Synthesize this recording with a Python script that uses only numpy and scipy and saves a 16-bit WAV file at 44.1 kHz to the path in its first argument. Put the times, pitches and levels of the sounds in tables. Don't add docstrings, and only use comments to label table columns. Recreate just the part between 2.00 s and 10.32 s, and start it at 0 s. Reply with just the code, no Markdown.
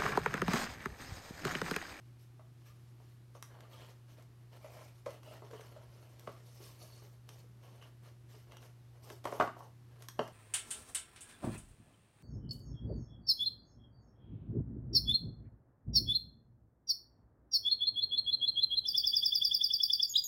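import sys
import numpy as np
from scipy import signal
from scipy.fft import rfft, irfft, next_fast_len
from scipy.io import wavfile

SR = 44100
rng = np.random.default_rng(int(sys.argv[2]) if len(sys.argv) > 2 else 0)


def store_pcm(level_fs):
    pcm = np.round(np.clip(level_fs, -1, 1) * 32767).astype(np.int16)
    wavfile.write(sys.argv[1], SR, np.atleast_2d(pcm).T)


N = 367088
TIME_S = np.arange(N) / SR
AGE_S = TIME_S[:SR * 2 // 5]

# (time [s], level [dB], pitch [Hz], spread [oct], crack re body [dB])
KNOCKS = [(4.273, -34, 500, 2, -6.5), (7.2533, -29.5, 900, 1.6, -2.5), (7.257, -38, 607, 0.77, -22),
          (7.27, -34.5, 580, 2, -3.5), (7.3233, -30.5, 630, 1.2, -11), (7.399, -18, 830, 0.73, -6.5),
          (7.4087, -19.5, 1440, 0.52, -10.5), (7.4226, -26.5, 745, 0.26, -5.5),
          (7.438, -31, 615, 0.77, -19), (7.4741, -35.5, 1090, 0.75, -1.5), (7.565, -45.5, 850, 0.45, -15),
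          (7.605, -44.5, 1000, .4, -17), (8.191, -22.5, 507, 0.63, -4), (8.1977, -32, 270, 0.88, -20)]


def from_db(db):
    return 10 ** (np.asarray(db) / 20)


def rms_one(x):
    return x / np.sqrt(np.mean(x ** 2) + 1e-20)


def peak_one(x):
    return x / (np.abs(x).max() + 1e-20)


def add(track, time_s, sound):
    start = max(round(time_s * SR), 0)
    track[start:start + len(sound)] += sound[:N - start]


def butterworth(x, hz, kind):
    return signal.sosfilt(signal.butter(2, hz, kind, fs=SR, output="sos"), x)


def at_hz(points, hz):
    points_hz, values = np.transpose(points)
    return np.interp(np.log(hz + 1), np.log(points_hz), values)


def coloured(x, spectrum, tilt_db_oct=0):
    size = next_fast_len(len(x))
    hz = np.fft.rfftfreq(size, 1 / SR)
    gain = from_db(at_hz(spectrum, hz) + tilt_db_oct * np.log2(1 + hz / 1000))
    return rms_one(irfft(rfft(x, size) * gain, size)[:len(x)])


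def drift(rate_hz):
    hop, settle = 40, 2000
    pole = np.exp(-2 * np.pi * hop * rate_hz / SR)
    noise = rng.standard_normal(N // hop + settle + 2)
    slow = signal.lfilter([1], [1, -2 * pole, pole * pole], noise)[settle:]
    return np.interp(np.arange(N) / hop, np.arange(len(slow)), rms_one(slow))


def resonance(hz, width_hz):
    r = np.exp(-np.pi * width_hz / SR)
    return (1 - r * r) / 2 * np.array([1, 0, -1]), [1, -2 * r * np.cos(2 * np.pi * hz / SR), r * r]


def mode(hz, t60_s):
    return np.sin(2 * np.pi * hz * AGE_S) * np.exp(-np.log(1000) * AGE_S / t60_s)


def onset(rise_s):
    return 1 - np.exp(-AGE_S / rise_s)


def struck(modes, tilt_db_oct=0):
    return peak_one(sum((-1) ** k * from_db(db + tilt_db_oct * np.log2(hz / 1000)) * mode(hz, t60_s)
                        for k, (hz, db, t60_s) in enumerate(modes)))


def background(beat_hz, beat_depth, air_db):
    # (frequency [Hz], rms [dB])
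    harmonics = [(120, -57), (240, -96), (360, -80)]
    # (frequency [Hz], relative density [dB])
    air_spectrum = [(20, -52), (40, -11), (62, 2.5), (90, 1.5), (150, -0.5), (230, -7.5), (350, -7.5),
                    (480, -16), (1000, -18.5), (2500, -24.5), (5500, -28.5), (7500, -32), (12500, -31),
                    (16000, -44)]
    hum = sum(np.sqrt(2) * from_db(db) * np.sin(2 * np.pi * hz * TIME_S) for hz, db in harmonics)
    beat = 1 + beat_depth * np.cos(2 * np.pi * beat_hz * TIME_S)
    return hum * beat + from_db(air_db) * coloured(rng.standard_normal(N), air_spectrum)


def room_echo(build_s):
    # (frequency [Hz], t60 [s])
    decay = [(100, 0.51), (500, 0.16), (1500, 0.3), (4000, 0.3), (12000, 0.3)]
    edges_hz = np.geomspace(70, 18000, 9)
    tail = 0
    for low, high in zip(edges_hz, edges_hz[1:]):
        band = butterworth(rng.standard_normal(len(AGE_S)), [low, high], "band")
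        tail += band * np.exp(-np.log(1000) * AGE_S / at_hz(decay, np.sqrt(low * high)))
    build = 1 - np.exp(-(AGE_S / build_s) ** 2)
    return rms_one(tail * build) / np.sqrt(len(AGE_S))


def table_ring(rise_s, thump_db):
    # (frequency [Hz], level [dB], t60 [s])
    ring_modes = [(177, -16.5, 0.26), (245, -1, 0.26), (261, 1, 0.14), (350, -2, 0.33), (386, 0, 0.39),
                  (503, -12, 0.3), (600, 7, 0.17), (704, -2, 0.22), (768, 2, 0.25), (884, 9, 0.27),
                  (1006, 7, 0.26), (1127, 2, 0.32), (1346, 15, 0.14), (1470, 0, 0.13), (1610, -8, 0.16),
                  (1700, -1, .2), (1910, 2, 0.2), (2860, -6, 0.3)]
    # (frequency [Hz], level [dB], t60 [s])
    thump_modes = [(86.5, -2, .2), (136, 2, .12), (249, 6, .13)]
    ring = (struck(ring_modes) + from_db(thump_db) * struck(thump_modes)) * onset(rise_s)
    out = np.zeros(N)
    for time_s, level_db, *_ in KNOCKS:
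        add(out, time_s, from_db(level_db) * ring)
    return out


def glue_gun_clack(time_s, level_db):
    # (frequency [Hz], level [dB], t60 [s])
    shell_modes = [(2080, -4, 0.029), (2820, 6.5, 0.023), (3070, 5, 0.018), (3240, -6, 0.023),
                   (4370, -5, 0.014), (5740, -6, 0.011)]
    out = np.zeros(N)
    add(out, time_s, from_db(level_db) * struck(shell_modes))
    return out


def crack(decay_s, tilt_db_oct, rise_s=0.0018):
    # (frequency [Hz], relative density [dB])
    spectrum = [(80, -34), (300, 9.5), (700, -2), (1150, 9.5), (2100, 5), (3200, 4), (4500, 1), (6000, 0),
                (7500, -2), (10000, -4.5), (12000, -4), (16000, -31)]
    noise = coloured(rng.standard_normal(len(AGE_S)), spectrum, tilt_db_oct)
    return peak_one(noise * np.exp(-AGE_S / decay_s) * onset(rise_s))


def panels(pitch_hz, spread_oct):
    # (frequency [Hz], level [dB], t60 [s])
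    box_modes = [(179, -7, 0.064), (248, -9.5, 0.055), (375, -6, 0.07), (447, -8, 0.044), (538, -5, 0.043),
                 (624, -1.5, 0.032), (716, 0, 0.026), (950, -5, 0.021), (1107.4, -6, 0.064),
                 (1250, -4, 0.018), (1516, -9.5, 0.019), (2050, -12.5, 0.026), (2680, -18, 0.017)]
    out = 0
    for k, (hz, db, t60_s) in enumerate(box_modes):
        weight = 1 / (1 + (np.log2(hz / pitch_hz) / spread_oct) ** 2)
        out += (-1) ** k * weight * from_db(db + rng.normal(0, 1.0)) * mode(hz, t60_s)
    return peak_one(out)


def box_knocks(contact_s):
    out = np.zeros(N)
    for time_s, level_db, pitch_hz, spread_oct, crack_db in KNOCKS:
        body = panels(pitch_hz, spread_oct) * onset(contact_s)
        fibres = from_db(crack_db) * crack(decay_s=0.0038, tilt_db_oct=-9.5)
        add(out, time_s, from_db(level_db) * (body + fibres))
    return butterworth(out, 150, "high")


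def edge_snaps(fibre_db):
    # (time [s], level [dB], tilt [dB/oct], crack decay [s])
    snaps = [(1.4255, -33.5, 0, .0017), (1.606, -48, -1.5, .002), (2.224, -56, 2, .003),
             (3.060, -41, -4.5, .005), (3.106, -48, 0, .004), (3.232, -51, -2, .003),
             (3.511, -51, -1, .003), (3.609, -45.5, -2, .005), (4.1955, -46, 5, .001),
             (5.2905, -41.5, 0, .003), (5.825, -51, -4, .003), (6.5205, -46, -2, .002),
             (6.569, -43, 0, .0025), (7.101, -40, -1, .003), (7.242, -44, 0, .007), (7.254, -41, 1, .003),
             (7.592, -52, 5, .002), (8.023, -44, 2, .003), (8.0855, -34, 2, .0028), (8.277, -46, 1.5, .002)]
    # (frequency [Hz], level [dB], t60 [s])
    edge_modes = [(1117, 8, 0.025), (1404, 4, 0.0094), (1610, 1, 0.021), (2103, 7, 0.019), (3230, 2, 0.029),
                  (3790, 6, 0.011), (5030, 2.5, 0.0078), (5840, 8.5, 0.013), (9150, 1, 0.00237),
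                  (11960, 13, 0.0021)]
    out = np.zeros(N)
    for time_s, level_db, tilt_db_oct, decay_s in snaps:
        fibres = from_db(fibre_db) * crack(decay_s, tilt_db_oct, rise_s=0.00024)
        add(out, time_s, from_db(level_db) * (struck(edge_modes, tilt_db_oct) + fibres))
    return out


def tube_bumps(rise_s, t60_s, overtone_db, scuff_db):
    # (time [s], level [dB], pitch [Hz], thud re note [dB])
    bumps = [(0.394, -53.5, 648, 1.5), (1.0, -61.5, 430, 4.5), (1.35, -54.5, 485, 7), (2.184, -58, 622, -6),
             (2.644, -41.5, 618, -6.5), (2.767, -48, 615, -22), (3.063, -34.5, 522, -4),
             (3.067, -39, 608, -11.5), (3.274, -47, 624, -21), (3.311, -49, 627, -19), (3.42, -48, 406, 2),
             (3.51, -48, 502, -20), (3.532, -41.5, 441, -3.5), (3.594, -51, 436, 2), (3.763, -46, 610, -23),
             (4.603, -50.5, 380, -6), (4.835, -53, 620, -12), (5.02, -56, 388, -0.5), (5.44, -60, 490, -5),
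             (6.341, -55, 420, -4), (7.104, -45.5, 380, -1.5)]
    out = np.zeros(N)
    for time_s, level_db, hz, thud_db in bumps:
        overtone_hz = 2.07 * hz
        partials = mode(hz, t60_s) + from_db(overtone_db) * mode(overtone_hz, t60_s)
        note = peak_one(partials * onset(rise_s))
        thud = from_db(thud_db) * panels(overtone_hz, spread_oct=1.0)
        scuff = from_db(scuff_db) * crack(decay_s=0.0065, tilt_db_oct=-4.5)
        add(out, time_s, from_db(level_db) * (note + thud + scuff))
    return out


def swell(start_s, length_s, attack_s, release_s):
    age_s = TIME_S - start_s
    return np.clip(age_s / attack_s, 0, 1) * np.exp(-np.clip((age_s - length_s) / release_s, 0, 20))


def edge_squeaks(width_hz, flutter_db):
    # (start [s], length [s], level [dB], pitch [Hz])
    squeaks = [(1.728, .15, -67.5, 3250), (2.61, 0.28, -72.5, 2330), (3.09, 0.069, -71, 2770),
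               (3.226, 0.16, -73.5, 2850), (3.554, 0.069, -73, 2950), (3.603, 0.014, -72, 6100),
               (4.79, .23, -72.5, 4400), (5.809, 0.04, -67, 2880), (6.51, 0.079, -71, 2900)]
    noise = rng.standard_normal(N)
    out = np.zeros(N)
    for start_s, length_s, level_db, hz in squeaks:
        tone = rms_one(signal.lfilter(*resonance(hz, width_hz), noise))
        out += from_db(level_db) * swell(start_s, length_s, attack_s=0.0061, release_s=0.02) * tone
    return from_db(flutter_db * drift(rate_hz=20)) * out


def stroke_levels(rest_db, fidget_db):
    # (start [s], length [s], level [dB], tilt [dB/oct], hollow boost [dB])
    strokes = [(0.0, 0.13, -82, -1, -3), (0.18, 0.052, -79.5, 2, -4), (0.548, 0.36, -80.5, 0.2, -3),
               (0.64, 0.046, -69, 0, -4), (0.98, 0.14, -80, 0.4, -4), (1.335, 0.018, -71, 1, 1),
               (1.472, 0.22, -69, -3.5, 3.5), (1.692, .21, -63.5, -1.5, 0), (2.075, 0.053, -70.5, 0, 2),
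               (2.161, 0.035, -66, -2, 2.5), (2.509, 0.058, -66, -1, 3), (2.586, 0.3, -69.5, 0.5, 7),
               (2.935, .06, -77.5, 2, -2), (3.048, 0.1, -66.5, -0.3, 6), (3.212, 0.16, -72, 0.9, 9),
               (3.3, 0.046, -59, -2, 3), (3.388, 0.45, -69, -1.7, 5), (3.495, 0.22, -70, -0.4, -8),
               (3.83, 0.574, -72, -0.4, 4.5), (4.24, 0.13, -70.5, -1, 1.5), (4.418, 0.26, -75.5, 2.5, 5),
               (4.605, 0.068, -63.5, 1.5, -3), (4.662, 0.4, -72, 1.1, 1.5), (4.789, .06, -73, 2.5, 7.5),
               (4.923, 0.076, -75.5, 2.5, -1), (5.052, 0.088, -80, 2, 9), (5.266, 0.14, -73, 1.5, 5.5),
               (5.60, 0.28, -71, -0.6, 4), (6.02, 0.062, -67.5, -1, 2), (6.273, 0.13, -70.5, 0.5, -0.5),
               (6.465, 0.083, -71, -1, 8.5), (6.6, 0.064, -66.5, -0.05, 4.5), (6.91, 0.13, -80, -0.5, 9),
               (7.017, .12, -69.5, 2, 7), (7.231, 0.22, -63, 0.5, 12.5), (7.55, 0.098, -72.5, 0, 14),
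               (7.88, 0.16, -73.5, -4, 1), (7.985, 0.051, -70.5, 1, 4.5), (8.165, 0.12, -69.5, 0, 10.5)]
    edge_oct, fibre_oct = 1.1, 3.34
    power = np.ones((4, 1)) * from_db(rest_db + fidget_db * drift(rate_hz=4.9)) ** 2
    for start_s, length_s, level_db, tilt_db_oct, hollow_db in strokes:
        parts_db = level_db + np.array([hollow_db, 0, tilt_db_oct * edge_oct, tilt_db_oct * fibre_oct])
        speed = swell(start_s, length_s, attack_s=0.016 + 0.1 * length_s, release_s=0.032)
        power += from_db(parts_db)[:, None] ** 2 * speed ** 2
    return 10 * np.log10(power)


def friction(slips_per_s, spread_db, sliding_gain):
    sizes = from_db(spread_db * np.minimum(rng.exponential(1, N), 5))
    signs = rng.choice([-1, 1], N)
    slipping = rng.random(N) < slips_per_s / SR
    return rms_one(sizes * signs * slipping) + sliding_gain * rng.standard_normal(N)


def tube_hollow(drive, width_hz, block=256):
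    # (time [s], hollow pitch [Hz])
    grip = [(0.0, 493), (0.23, 368), (0.35, 480), (1.27, 384), (1.32, 580), (2.48, 415), (2.59, 570),
            (4.03, 403), (5.93, 507), (5.95, 410), (7.0, 470), (7.65, 740), (7.78, 379), (8.32, 578)]
    pitch_hz = np.interp(TIME_S, *np.transpose(grip))
    air, state = np.zeros(N), np.zeros(2)
    for i in range(0, N, block):
        b, a = resonance(pitch_hz[i], width_hz)
        air[i:i + block], state = signal.lfilter(b, a, drive[i:i + block], zi=state)
    return rms_one(butterworth(air, [250, 950], "band"))


def resonate(drive, bands, wander_db):
    out = 0
    for k, (hz, width_hz, db) in enumerate(bands):
        gain = from_db(db + wander_db * drift(rate_hz=29))
        out += (-1) ** k * gain * signal.lfilter(*resonance(hz, width_hz), drive)
    return rms_one(out)


def tube_rubbing():
    # (frequency [Hz], width [Hz], level [dB])
    wall_bands = [(882, 144, -4), (1119, 79, 2.5), (1174, 110, 3), (1364, 230, -6), (1658, 53, 0.5),
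                  (1827, 140, -3.5)]
    # (frequency [Hz], width [Hz], level [dB])
    edge_bands = [(2205, 460, -4), (2985, 350, 0.5), (3360, 1700, -8.5), (4360, 270, -4)]
    # (frequency [Hz], width [Hz], level [dB])
    fibre_bands = [(3630, 480, -5), (4470, 470, -3), (5090, 630, 0), (6160, 770, -2), (7100, 740, -5),
                   (8840, 860, -4.5), (11200, 1700, -4), (13000, 2600, -6.5)]
    hollow_db, wall_db, edge_db, fibre_db = stroke_levels(rest_db=-93, fidget_db=5)
    coarse = friction(slips_per_s=700, spread_db=3.0, sliding_gain=0.82)
    fine = friction(slips_per_s=2000, spread_db=-0.5, sliding_gain=1.0)
    air = from_db(hollow_db - 0.6) * tube_hollow(coarse, width_hz=580)
    wall = from_db(wall_db - 2.9) * resonate(coarse, wall_bands, wander_db=3.5)
    edge = from_db(edge_db - 3.0) * resonate(coarse, edge_bands, wander_db=1.0)
    squeak = edge_squeaks(width_hz=200, flutter_db=3.0)
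    hiss = from_db(fibre_db - 2.0) * resonate(fine, fibre_bands, wander_db=2.4)
    return from_db(1.32 * drift(rate_hz=22)) * (air + wall + edge + squeak + hiss)


def scene():
    rub = tube_rubbing()
    bump = from_db(-0.5) * tube_bumps(rise_s=0.005, t60_s=0.029, overtone_db=-14.5, scuff_db=-11)
    knock = from_db(2.0) * box_knocks(contact_s=0.00017)
    clack = glue_gun_clack(time_s=8.1918, level_db=-33)
    snap = from_db(-3.5) * edge_snaps(fibre_db=2.0)
    ring = from_db(-15.0) * table_ring(rise_s=0.0059, thump_db=-7.5)
    send = from_db(-9.5) * rub + from_db(-0.5) * bump + from_db(-5) * (knock + clack) + from_db(-6) * snap
    echo = signal.fftconvolve(send, room_echo(build_s=0.0033))[:N]
    room_tone = background(beat_hz=1.1, beat_depth=0.021, air_db=-65.5)
    return (rub + bump + knock + clack + ring + snap + echo + room_tone)[None]


def record(dry):
    return signal.sosfilt(signal.ellip(10, .1, 70, 15900, fs=SR, output="sos"), dry)


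dry = scene()
out = record(dry)
store_pcm(out)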